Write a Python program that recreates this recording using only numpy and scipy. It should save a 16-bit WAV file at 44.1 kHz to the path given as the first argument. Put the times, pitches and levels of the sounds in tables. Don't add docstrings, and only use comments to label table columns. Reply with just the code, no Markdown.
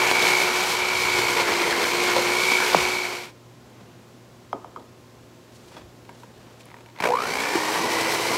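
import sys
import numpy as np
from scipy import signal
from scipy.fft import rfft, irfft
from scipy.io import wavfile
from scipy.ndimage import uniform_filter1d

SR = 44100
rng = np.random.default_rng(int(sys.argv[2]) if len(sys.argv) > 2 else 0)


def convert_level_to_amplitude(level_db):
    exponent = np.asarray(level_db, float) / 20
    return 10 ** exponent


def int16_out(signal):
    q = np.round(np.clip(np.atleast_2d(signal).T, -1, 1) * 32767)
    wavfile.write(sys.argv[1], SR, q.astype(np.int16))


N = 369116
TIME = np.arange(N) / SR
HZ = np.arange(N // 2 + 1) * SR / N

# (frequency [Hz], level [dB per Hz])
ROOM_AIR = [(25, -28), (45, -2), (70, 1), (150, 4), (250, 4), (500, 1), (1000, -6), (2000, -12),
            (4000, -15), (7800, -19), (8300, -23.5), (12000, -25.5), (15500, -28)]
# (frequency [Hz], level [dB rms])
FRIDGE_HUM = [(118.6, -52.5), (241, -60.5), (360, -57.5), (511, -65), (1050, -67)]
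ROOM_AIR_DB = -50.5
ROOM_T60_S, ROOM_DB = 0.71, -20

MAINS_HZ = 60.0
SLOT = 6
# (first run [s], second run [s])
PUSH_S = (.004, .0058)
SHELL_TILT = (.5, .15)
IDLE_EFFORT = (.17, .36)
LEAN = (.2, .06)
SLOT_ORDERS = (3, 9, 12, 15, 16, 18, 24, 28)
# (level [dB re fan], ..)
SLOT_LEVELS = [-2, -9, -5, -17, -12, -4.5, -6.5, -14]
# (order [shaft multiple], level [dB re shaft tone])
FAN_ORDERS = [(2, -12), (3, -15), (4, -13), (7, -11), (8, -21), (9, -17), (12, -15), (16, -16), (21, -22),
              (34, -27)]
# (order [mains multiple], level [dB re fan])
MAINS_BUZZ = [(1, -28), (2, -24.5), (3, -23.5), (4, -20.5), (5, -23), (7, -30), (8, -12), (12, -37)]
# (frequency [Hz], width [Hz], level [dB])
SHELL_MODES = [(977, 43, 14), (1432, 38, 10.5), (2304, 66, 17), (3050, 45, 6), (4140, 720, -2.5),
               (7540, 100, -5), (12050, 1000, 9.5)]
# (frequency [Hz], level [dB per Hz])
CHURN_NOISE = [(18, -63), (30, -2), (108, -12.5), (300, -7.5), (361, -5.5), (411, 0.5), (625, -6),
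               (926, -3), (1270, -5), (1880, -5), (2250, -2.5), (2550, -3.5), (2780, -5.5), (3100, -6),
               (4340, -9.5), (12000, -27), (15600, -32.5)]
# (frequency [Hz], half width [Hz], level [dB])
VENT_SLOTS = [(3110, 110, -20.5), (4350, 290, -10.5), (7500, 200, -16), (12300, 300, -24)]

# (time [s], nearness [dB], vent turned to the microphone [dB], shell shake [dB])
STIRRING_PATH = [(0, -27, 5.5, 1), (.22, -26.5, 6, -2), (.38, -27, 6.5, 0), (.46, -28, 0.5, 1.5),
                 (.7, -28.5, 1, 0), (.95, -29.5, 5, -1.5), (1.2, -29, 6.5, 2.5), (1.44, -30, 0.5, -3.5),
                 (1.6, -29.5, -3, 1), (1.86, -29.5, 1, -5), (2.02, -29.5, 3, 4.5), (2.241, -29.5, 0.5, 1.5),
                 (2.52, -27.5, 7.5, 4), (2.709, -28.5, 1, -1.5), (2.809, -28, 4.5, 5),
                 (2.93, -27.5, 4.5, 3), (3.06, -28.5, 6, 4), (3.3, -28, -3.5, 2.5)]
# (time [s], shaft speed [Hz])
STIRRING_SPEED = [(0, 366), (.07, 363.8), (.22, 364.8), (.44, 361.3), (.66, 366), (.77, 363.8), (.92, 368),
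                  (1.35, 355), (1.45, 348.5), (1.66, 347.8), (1.79, 342.5), (2.04, 358.5), (2.23, 352.3),
                  (2.51, 370.5), (2.68, 361.3), (2.89, 366.2), (3.1, 360.5), (3.36, 356.5)]
STIRRING_LAYERS = {"top": -5.5, "gears": -1.02, "bowl": -2.5, "shaft": -4.5}
# (start [s], end [s])
FADE_S = (2.743, 3.329)
FREE_HZ, SHAKE_DB_PER_HZ, DIG_DB_PER_HZ = 362.6, 0.2628, 0.23
THROB = 0.054
SCRAPE_S, SCRAPE_SHARE = 0.026, 0.36

# (middle [s], half length [s], pitch [Hz], level [dB])
DRAG_SWELLS = [(.1, .03, 1650, -32), (.27, .04, 1650, -34), (1.49, 0.021, 1750, -30),
               (1.727, .03, 1650, -29), (1.857, .035, 1600, -29.5), (1.4, 0.023, 500, -33),
               (2.103, 0.027, 1550, -30.5), (2.18, 0.028, 520, -24), (2.622, 0.052, 1520, -30),
               (2.617, .03, 780, -32), (7.56, 0.021, 340, -30), (1.13, 0.48, 100, -48.5),
               (2.8, .07, 70, -48), (7.35, .15, 75, -53), (8.12, .08, 520, -34.5), (7.115, .06, 492, -29),
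               (7.747, .03, 1850, -33), (7.72, .22, 980, -32), (1.65, .2, 2120, -33), (5.86, .05, 65, -52),
               (.035, .012, 900, -27), (.095, .012, 2700, -27)]
# (low groans of the bowl [Hz], high wires [Hz])
DRAG_WIDTH_HZ = (45, 230)
# (time [s], peak [dB], ring [Hz], crack [dB re peak], scrape [dB])
BOWL_BUMPS = [(0.113, -10, 380, 1, -2.5), (.175, -23, 400, 5, -2), (.226, -22, 440, 14, 0.5),
              (.338, -24, 400, 0, 1), (0.567, -33, 400, 5, 1), (1.103, -24.5, 360, -14, -0.5),
              (1.19, -10.5, 360, -17, 3), (1.286, -22, 400, 0, 3.5), (1.389, -19, 526, -10, 6),
              (1.49, -16, 351, -16, 0.5), (1.509, -19, 900, -14, 6), (1.618, -16, 347, 1.5, 3),
              (1.708, -17.5, 347, 5, 7.5), (1.842, -11, 507, -4, 3), (2.1, -31, 355.3, -14, 6),
              (2.164, -12, 513, 1, 6), (2.183, -17, 355, -12, 4.5), (2.222, -24, 400, 7, 2),
              (2.308, -21, 350, -12, 1), (2.436, -20, 400, 4, 0), (2.52, -14, 366, -3, 1.5),
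              (7.555, -15, 416, -17, 1), (8.197, -16, 433, -3, -1.5), (8.32, -22, 400, -8, 2.5)]
# (time [s], peak [dB], first pitch [Hz], last pitch [Hz], cup ring [dB re peak])
BOWL_BLOWS = [
    (2.7463, 0, 1650, 300, -30),
    (2.7545, -24, 240, 140, -40),
]
CHIRP_CYCLES = 4.8

# (middle [s], half length [s], hiss [dB], body [dB])
HAND_STROKES = [(3.806, 0.23, -70, -45), (5.554, 0.036, -49, -58), (5.667, 0.094, -49.5, -48),
                (5.782, 0.05, -53, -34.5), (6.12, 0.044, -60, -46), (6.203, .05, -52, -58),
                (6.45, 0.19, -59, -45.5), (6.61, 0.015, -49, -54), (6.684, 0.044, -64, -45),
                (6.8, 0.1, -64, -55), (6.983, 0.032, -62, -37)]
# (time [s], peak [dB], first pitch [Hz], last pitch [Hz], cup ring [dB re peak])
CUP_BLOWS = [
    (4.5296, -14, 1450, 500, -3),
    (4.645, -27, 1450, 600, -8),
    (4.7615, -25.5, 1400, 850, -3),
    (4.771, -34, 1300, 1200, 0),
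    (4.78, -36, 560, 420, -30),
    (5.80, -45, 200, 80, -40),
]
# (frequency [Hz], level [dB re blow], t60 [s])
CUP_MODES = [(2100, -14, 0.011), (3160, -18.5, 0.022), (5000, -25, .02), (1239, -9, 0.059)]
# (time [s], peak [dB], pitch [Hz], t60 [s])
SMALL_PINGS = [(5.708, -42, 200, .03), (5.723, -39, 520, .03), (5.765, -35, 3380, .03),
               (5.775, -34, 380, .03), (5.778, -55, 3400, .2), (4.557, -38, 1250, .03),
               (4.542, -33, 560, .04)]
# (time [s], peak [dB], upper ring [dB re peak], crack [dB re peak])
FINGER_TICKS = [(4.797, -44, -16, -2), (5.718, -43, -10, -3), (5.767, -28.5, -20, -9), (6.051, -47, 7, 1),
                (6.092, -27.5, -4, -21), (6.2333, -32.5, -19, -15), (6.41, -44, -15, -12),
                (6.444, -49, -7, -7), (6.474, -46, -3, -6), (6.501, -44, -9, -4.5), (6.579, -54, -2, 3),
                (6.607, -48, -8, 14), (6.621, -49, -10, 1), (6.632, -55, -5, 12), (6.664, -42, 0, -10),
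                (6.685, -52, 3, 6), (6.702, -46, 6, -6), (6.715, -38, 1, -7), (6.742, -34.5, 0, -13),
                (6.766, -36, -1, -12), (6.785, -38, -1, -12), (6.807, -34.5, -2, -15), (6.86, -35, 5, -11),
                (6.887, -43, 1, -7), (6.899, -42, -3, -6), (6.961, -38, 6, -6), (6.975, -42, 5, -4),
                (6.994, -35, 6, -11), (6.987, -29, 0, -3), (7.002, -17.5, 0, -6)]
# (time [s], peak [dB], ring [Hz], upper ring [dB], crack [Hz], crack [dB])
FINGERNAIL = (6.655, -47, 850, 0, 10300, 8)

SWITCH_ON_S, TOP_HZ = 7.001, 340
# (time [s], shaft speed [Hz])
SPIN_UP = [(7.0, 38), (7.068, 98), (7.15, 167), (7.21, 210), (7.3, 247), (7.4, 278), (7.57, 304),
           (7.81, 325), (8.1, 333), (8.37, 347)]
# (time [s], whine [dB])
VENT_SWING = [(7.0, -6), (7.06, -5), (7.11, 0.5), (7.15, -4), (7.19, 2), (7.25, 2), (7.31, -9), (7.55, 0),
              (7.8, -2), (7.98, 5), (8.15, -3), (8.37, 1)]
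RESTART_LAYERS = {"top": -0.5, "gears": -30.5, "bowl": -28.5, "shaft": -33.5, "whine": -32.5}
JOLT_DB = {"fan": -34.5, "top": -2.5, "gears": -25.5, "bowl": -26}
# (frequency [Hz], width [Hz], depth [0-1])
GRIP_DIPS = [(1330, 130, 0.29), (3450, 91, 0.36), (6800, 220, 0.32)]
JOLT_ATTACK_S, BOWL_LURCH_S = 0.047, 0.07
FAN_DB, FAN_POWER, SPARK_DB = -32.5, 3.7, -45
GEAR_POWER, SHAKE_POWER = 0.83, 4.6
INRUSH_DB, INRUSH_S, INRUSH_THROB = 11, 0.14, 2.6
STALL_LAG_S, STALL_S = .004, .08
FLARE_DB, FLARE_WIDTH_HZ = 14.5, 150
SPARK_TOP_DB, SPARK_TOP_S = 2, 0.24


def unit(x):
    return x / np.sqrt(np.mean(x ** 2))


def shape(x, gain):
    return irfft(rfft(x) * gain, N)


def colour(points):
    hz, db = np.transpose(points)
    return convert_level_to_amplitude(np.interp(np.log(HZ + 1), np.log(hz), db))


def band(lo_hz, hi_hz):
    low_edge = (HZ / lo_hz) ** 6 / (1 + (HZ / lo_hz) ** 6)
    return np.sqrt(low_edge / (1 + (HZ / hi_hz) ** 6))


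def walk(rate):
    k = int(SR / rate)
    held = np.repeat(rng.standard_normal(N // k + 1), k)
    return unit(uniform_filter1d(uniform_filter1d(held, k), k)[:N])


def swell(s, half_s):
    return np.exp(-((TIME - s) / half_s) ** 2)


def decay(t, t60):
    return np.exp(-np.log(1000) * t / t60)


def both(*db):
    return 10 * np.log10(sum(convert_level_to_amplitude(d) ** 2 for d in db))


def add(out, s, x):
    i = int(s * SR)
    out[i:i + len(x)] += x[:N - i]


def kitchen():
    air = unit(shape(rng.standard_normal(N), colour(ROOM_AIR)))
    out = convert_level_to_amplitude(ROOM_AIR_DB + .3 * walk(3)) * air
    for hz, db in FRIDGE_HUM:
        phase = 2 * np.pi * np.cumsum(hz * (1 + 0.00801 * walk(8))) / SR
        out += convert_level_to_amplitude(db + 0.5 + walk(13)) * np.sin(phase)
    return out


def housing(hz):
    return 1 + sum(convert_level_to_amplitude(db) / (1 + 1j * (hz ** 2 - f ** 2) / (w * np.maximum(hz, 1)))
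                   for f, w, db in SHELL_MODES)


def slot_whine(twist, current, whine_db, tilt):
    whine = shape(current * np.sin(SLOT * twist + .42 * walk(300)), housing(HZ) ** tilt)
    steady = np.sqrt(uniform_filter1d(whine ** 2, 2205) + 1e-9)
    return whine * convert_level_to_amplitude(whine_db - 3.0 + 1.1 * walk(14)) / steady


def upper_whines(running, hz, turn, twist, mains, current, fan_db, idle):
    effort = np.clip(uniform_filter1d(np.gradient(hz) * SR, 4410) / 230, idle, 1.4)
    shell = np.abs(housing(HZ))
    lines = 0
    for k, db in zip(SLOT_ORDERS, SLOT_LEVELS):
        phase = k * turn + .5 * np.sin(mains) + (1 + k / 24) * walk(150)
        lines = lines + convert_level_to_amplitude(db + 2 * walk(20)) * np.sin(phase)
    brush = shape(np.sin(8 * twist + .6 * walk(200)) * effort, shell ** .45)
    lines = lines + convert_level_to_amplitude(-4.5) * brush
    return shape(running * convert_level_to_amplitude(fan_db) * effort * current * lines, shell ** .65)


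def shaft_tones(turn):
    out = convert_level_to_amplitude(1.24 * walk(14)) * np.sin(turn)
    for k, db in FAN_ORDERS:
        out = out + convert_level_to_amplitude(db + 2.5 * walk(22)) * np.sin(k * turn + (0.76 + k / 30) * walk(60))
    return out


def churn(push, fan_db, top_db, gears_db, bowl_db, throb, tilt):
    grain = convert_level_to_amplitude(1.06 * walk(400) + 0.63 * walk(30))
    gain = colour(CHURN_NOISE) * np.abs(housing(HZ)) ** (.2 + tilt / 4)
    noise = shape(rng.standard_normal(N) * grain, gain)
    layers = [(25, 54, fan_db - 50, 0.26),
              (114, 655, bowl_db - 4.0, 0.13),
              (746, 1880, gears_db + .5, 0.3),
              (2740, 7100, fan_db - 5.5, 0.87),
              (5880, 28000, fan_db + top_db - .5, 0.31)]
    out = 0
    for lo_hz, hi_hz, db, share in layers:
        depth = np.clip(share * throb, 0, 5)
        squeeze = np.exp(depth * push) / np.sqrt(np.i0(2 * depth))
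        level = convert_level_to_amplitude(db + 0.79 * walk(20) + 0.45 * walk(5))
        out = out + level * unit(shape(noise, band(lo_hz, hi_hz))) * squeeze
    return out


def mixer(run, running, hz, shaft_db, whine_db, fan_db, top_db, gears_db, bowl_db, throb, push_s):
    turn = 2 * np.pi * np.cumsum(hz * (1 + 0.000986 * walk(25))) / SR
    mains = 2 * np.pi * MAINS_HZ * (TIME - push_s)
    push = np.cos(mains) - 0.3 * np.sin(2 * mains)
    current = unit(np.exp(1.2 * push))
    twist = turn + LEAN[run] * np.sin(mains)
    whine = slot_whine(twist, current, whine_db, SHELL_TILT[run])
    upper = upper_whines(running, hz, turn, twist, mains, current, fan_db, IDLE_EFFORT[run])
    shaft = convert_level_to_amplitude(shaft_db + 1.5) * shaft_tones(turn)
    buzz = sum(convert_level_to_amplitude(db + 2 * walk(4.9)) * np.sin(k * mains + k) for k, db in MAINS_BUZZ)
    noise = churn(push, fan_db, top_db, gears_db, bowl_db, throb, SHELL_TILT[run])
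    return running * (whine + upper + shaft + convert_level_to_amplitude(fan_db) * buzz + noise)


def vents(db):
    peaks = sum(1 / (1 + ((HZ - hz) / width) ** 2) * convert_level_to_amplitude(band_db) / np.sqrt(width)
                for hz, width, band_db in VENT_SLOTS)
    return convert_level_to_amplitude(db + 1.8 * walk(6)) * unit(shape(rng.standard_normal(N), peaks))


def scrapes():
    return SCRAPE_SHARE * sum(row[4] * swell(row[0], SCRAPE_S) for row in BOWL_BUMPS)


def stirring():
    s, *columns = np.transpose(STIRRING_PATH)
    near_db, vent_db, shake_db = [np.interp(TIME, s, c) for c in columns]
    hz = uniform_filter1d(np.interp(TIME, *np.transpose(STIRRING_SPEED)), size=2205)
    left = np.clip((FADE_S[1] - TIME) / (FADE_S[1] - FADE_S[0]), 1e-4, 1)
    near_db = near_db + 20 * np.log10(left)
    running, scrape_db, layer = TIME < FADE_S[1], scrapes(), STIRRING_LAYERS
    slowed_hz = FREE_HZ - hz
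    fan_db = near_db + scrape_db
    motor = mixer(
        0, running, hz,
        shaft_db=near_db + layer["shaft"] + shake_db + SHAKE_DB_PER_HZ * slowed_hz,
        whine_db=near_db + vent_db,
        fan_db=fan_db,
        top_db=layer["top"] - 0.42 * scrape_db,
        gears_db=fan_db + layer["gears"],
        bowl_db=fan_db + layer["bowl"] + DIG_DB_PER_HZ * slowed_hz + 0.25 * scrape_db,
        throb=THROB, push_s=PUSH_S[0])
    return running * vents(near_db + 0.49 * vent_db - 16.0) + motor


def drags():
    low, high = (unit(shape(rng.standard_normal(N), 1 / (1 + (HZ / width) ** 4)))
                 for width in DRAG_WIDTH_HZ)
    out = np.zeros(N)
    for s, half_s, hz, db in DRAG_SWELLS:
        noise = low if hz < 600 else high
        out += noise * convert_level_to_amplitude(db + 4) * swell(s, half_s) * np.sin(2 * np.pi * hz * TIME)
    return out


def rings(table, upper_hz, t60, crack_s):
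    out, t = np.zeros(N), TIME[:4000]
    for s, db, hz, upper_db, crack_hz, crack_db in table:
        this_upper_hz = upper_hz * (1 + 0.077 * rng.standard_normal())
        upper = convert_level_to_amplitude(upper_db) * np.sin(2 * np.pi * this_upper_hz * t) * np.exp(-t / 0.0049)
        ring = np.sin(2 * np.pi * hz * t) + upper
        ring = ring * (1 + 0.83 * uniform_filter1d(rng.standard_normal(len(t)), size=36) * 6)
        ring = ring * decay(t, t60) * (1 - np.exp(-t / 0.00051))
        spread = uniform_filter1d(rng.standard_normal(len(t)), size=24) * 5
        crack = convert_level_to_amplitude(crack_db) * spread * np.sin(2 * np.pi * crack_hz * t) * np.exp(-t / crack_s)
        add(out, s, convert_level_to_amplitude(db - 4.0) * (ring + crack))
    no_bass = signal.butter(2, 170, "high", fs=SR, output="sos")
    return signal.sosfilt(no_bass, out)


def bumps():
    table = [(s, db, hz, 4, 3696, crack_db) for s, db, hz, crack_db, _ in BOWL_BUMPS]
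    return rings(table, upper_hz=980, t60=0.021, crack_s=0.0026)


def thuds(table, tail_db):
    out, t = np.zeros(N), TIME[:9000]
    dull = unit(shape(rng.standard_normal(N), band(220, 960) ** 2 / (HZ + 500)))
    cup = sum(convert_level_to_amplitude(db) * np.sin(2 * np.pi * hz * t) * decay(t, t60) for hz, db, t60 in CUP_MODES)
    for s, db, first_hz, last_hz, cup_db in table:
        length = CHIRP_CYCLES / first_hz
        hz = last_hz + (first_hz - last_hz) * np.exp(-t / (.6 * length))
        envelope = (1 - np.exp(-t / .0007)) * np.exp(-(t / length / 1.3) ** 2)
        chirp = -np.sin(2 * np.pi * np.cumsum(hz) / SR) * envelope
        crack = 0.065 * uniform_filter1d(rng.standard_normal(len(t)), size=3) * np.exp(-t / 0.0013)
        rumble = dull[int(s * SR):][:len(t)] * (1 - np.exp(-(t / 0.011) ** 2)) * np.exp(-t / 0.024)
        add(out, s, convert_level_to_amplitude(db) * (chirp + convert_level_to_amplitude(tail_db) * rumble - convert_level_to_amplitude(cup_db) * (cup + crack)))
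    return out


def rustle():
    slips = rng.standard_normal(N) * convert_level_to_amplitude(2.3 * walk(150))
    hiss = unit(shape(slips, band(3600, 9400) / (HZ + 3000)))
    body = unit(shape(slips, band(110, 3800) / (HZ + 400)))
    return sum(swell(s, half_s) * (convert_level_to_amplitude(hiss_db - 9.5) * hiss + convert_level_to_amplitude(body_db - 10.5) * body)
               for s, half_s, hiss_db, body_db in HAND_STROKES)


def pings():
    out, t = np.zeros(N), TIME[:9000]
    for s, db, hz, t60 in SMALL_PINGS:
        add(out, s, convert_level_to_amplitude(db) * np.sin(2 * np.pi * hz * t) * decay(t, t60) * (1 - np.exp(-t / 0.0018)))
    return out


def ticks():
    table = []
    for s, db, upper_db, crack_db in FINGER_TICKS:
        ring_hz = 932 * (1 + 0.023 * rng.standard_normal())
        crack_hz = 3460 * (1 + 0.056 * rng.standard_normal())
        table.append((s, db, ring_hz, upper_db, crack_hz, crack_db))
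    return rings(table + [FINGERNAIL], upper_hz=2160, t60=0.037, crack_s=0.0028)


def restart():
    hz = uniform_filter1d(np.interp(TIME, *np.transpose(SPIN_UP)), size=2205)
    since = np.maximum(TIME - SWITCH_ON_S, 1e-4)
    speed_db, scrape_db, layer = 20 * np.log10(hz / TOP_HZ), scrapes(), RESTART_LAYERS

    def jolt_db(peak_s):
        return 40 * np.log10(since / peak_s) + 20 / np.log(10) * (1 - (since / peak_s) ** 2)

    jolt = jolt_db(JOLT_ATTACK_S)
    inrush_db = INRUSH_DB * np.exp(-(since / INRUSH_S) ** 2)
    flare_db = FLARE_DB / (1 + ((SLOT * hz - SHELL_MODES[0][0]) / FLARE_WIDTH_HZ) ** 2)
    vent_db = np.interp(TIME, *np.transpose(VENT_SWING))
    onset_db = 20 * np.log10(np.minimum(since / 0.033, 1))
    gear_growth_db = GEAR_POWER * speed_db
    return mixer(
        1, TIME > SWITCH_ON_S, hz,
        shaft_db=layer["shaft"] + SHAKE_POWER * speed_db,
        whine_db=layer["whine"] + 0.12 * speed_db + inrush_db + vent_db + flare_db + onset_db,
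        fan_db=both(FAN_DB + FAN_POWER * speed_db + scrape_db, JOLT_DB["fan"] + jolt, SPARK_DB),
        top_db=layer["top"] + SPARK_TOP_DB * swell(7.31, SPARK_TOP_S) + JOLT_DB["top"] * convert_level_to_amplitude(jolt),
        gears_db=both(layer["gears"] + gear_growth_db + scrape_db, JOLT_DB["gears"] + jolt),
        bowl_db=both(layer["bowl"] + gear_growth_db + 4.1 * scrape_db,
                     JOLT_DB["bowl"] + jolt_db(BOWL_LURCH_S)),
        throb=THROB + INRUSH_THROB * np.exp(-since / INRUSH_S),
        push_s=PUSH_S[1] + STALL_LAG_S * np.exp(-since / STALL_S))


def grip():
    return np.prod([1 - np.clip(depth, 0, .9) / (1 + ((HZ - hz) / width) ** 2)
                    for hz, width, depth in GRIP_DIPS], axis=0)


def tiles(hits):
    echo = shape(rng.standard_normal(N), band(150, 5000)) * decay(TIME, ROOM_T60_S) * (TIME > .004)
    return convert_level_to_amplitude(ROOM_DB) * shape(hits, rfft(echo / np.sqrt(np.sum(echo ** 2))))


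def scene():
    hits = bumps() + thuds(BOWL_BLOWS, tail_db=-26) + thuds(CUP_BLOWS, tail_db=-12.5) + pings() + ticks()
    motor = stirring() + shape(restart(), grip())
    mono = kitchen() + motor + drags() + hits + tiles(hits) + rustle()
    return np.array([mono, mono])


def band_limit(x):
    return signal.sosfilt(signal.butter(12, 15800, fs=SR, output="sos"), x)


def record(dry):
    bass_cut = signal.butter(3, 48, "high", fs=SR, output="sos")
    treble_cut = signal.ellip(10, .2, 70, 15750, fs=SR, output="sos")
    mix = signal.sosfilt(np.vstack([bass_cut, treble_cut]), dry)
    return band_limit(mix)


dry = scene()
out = record(dry)
int16_out(out)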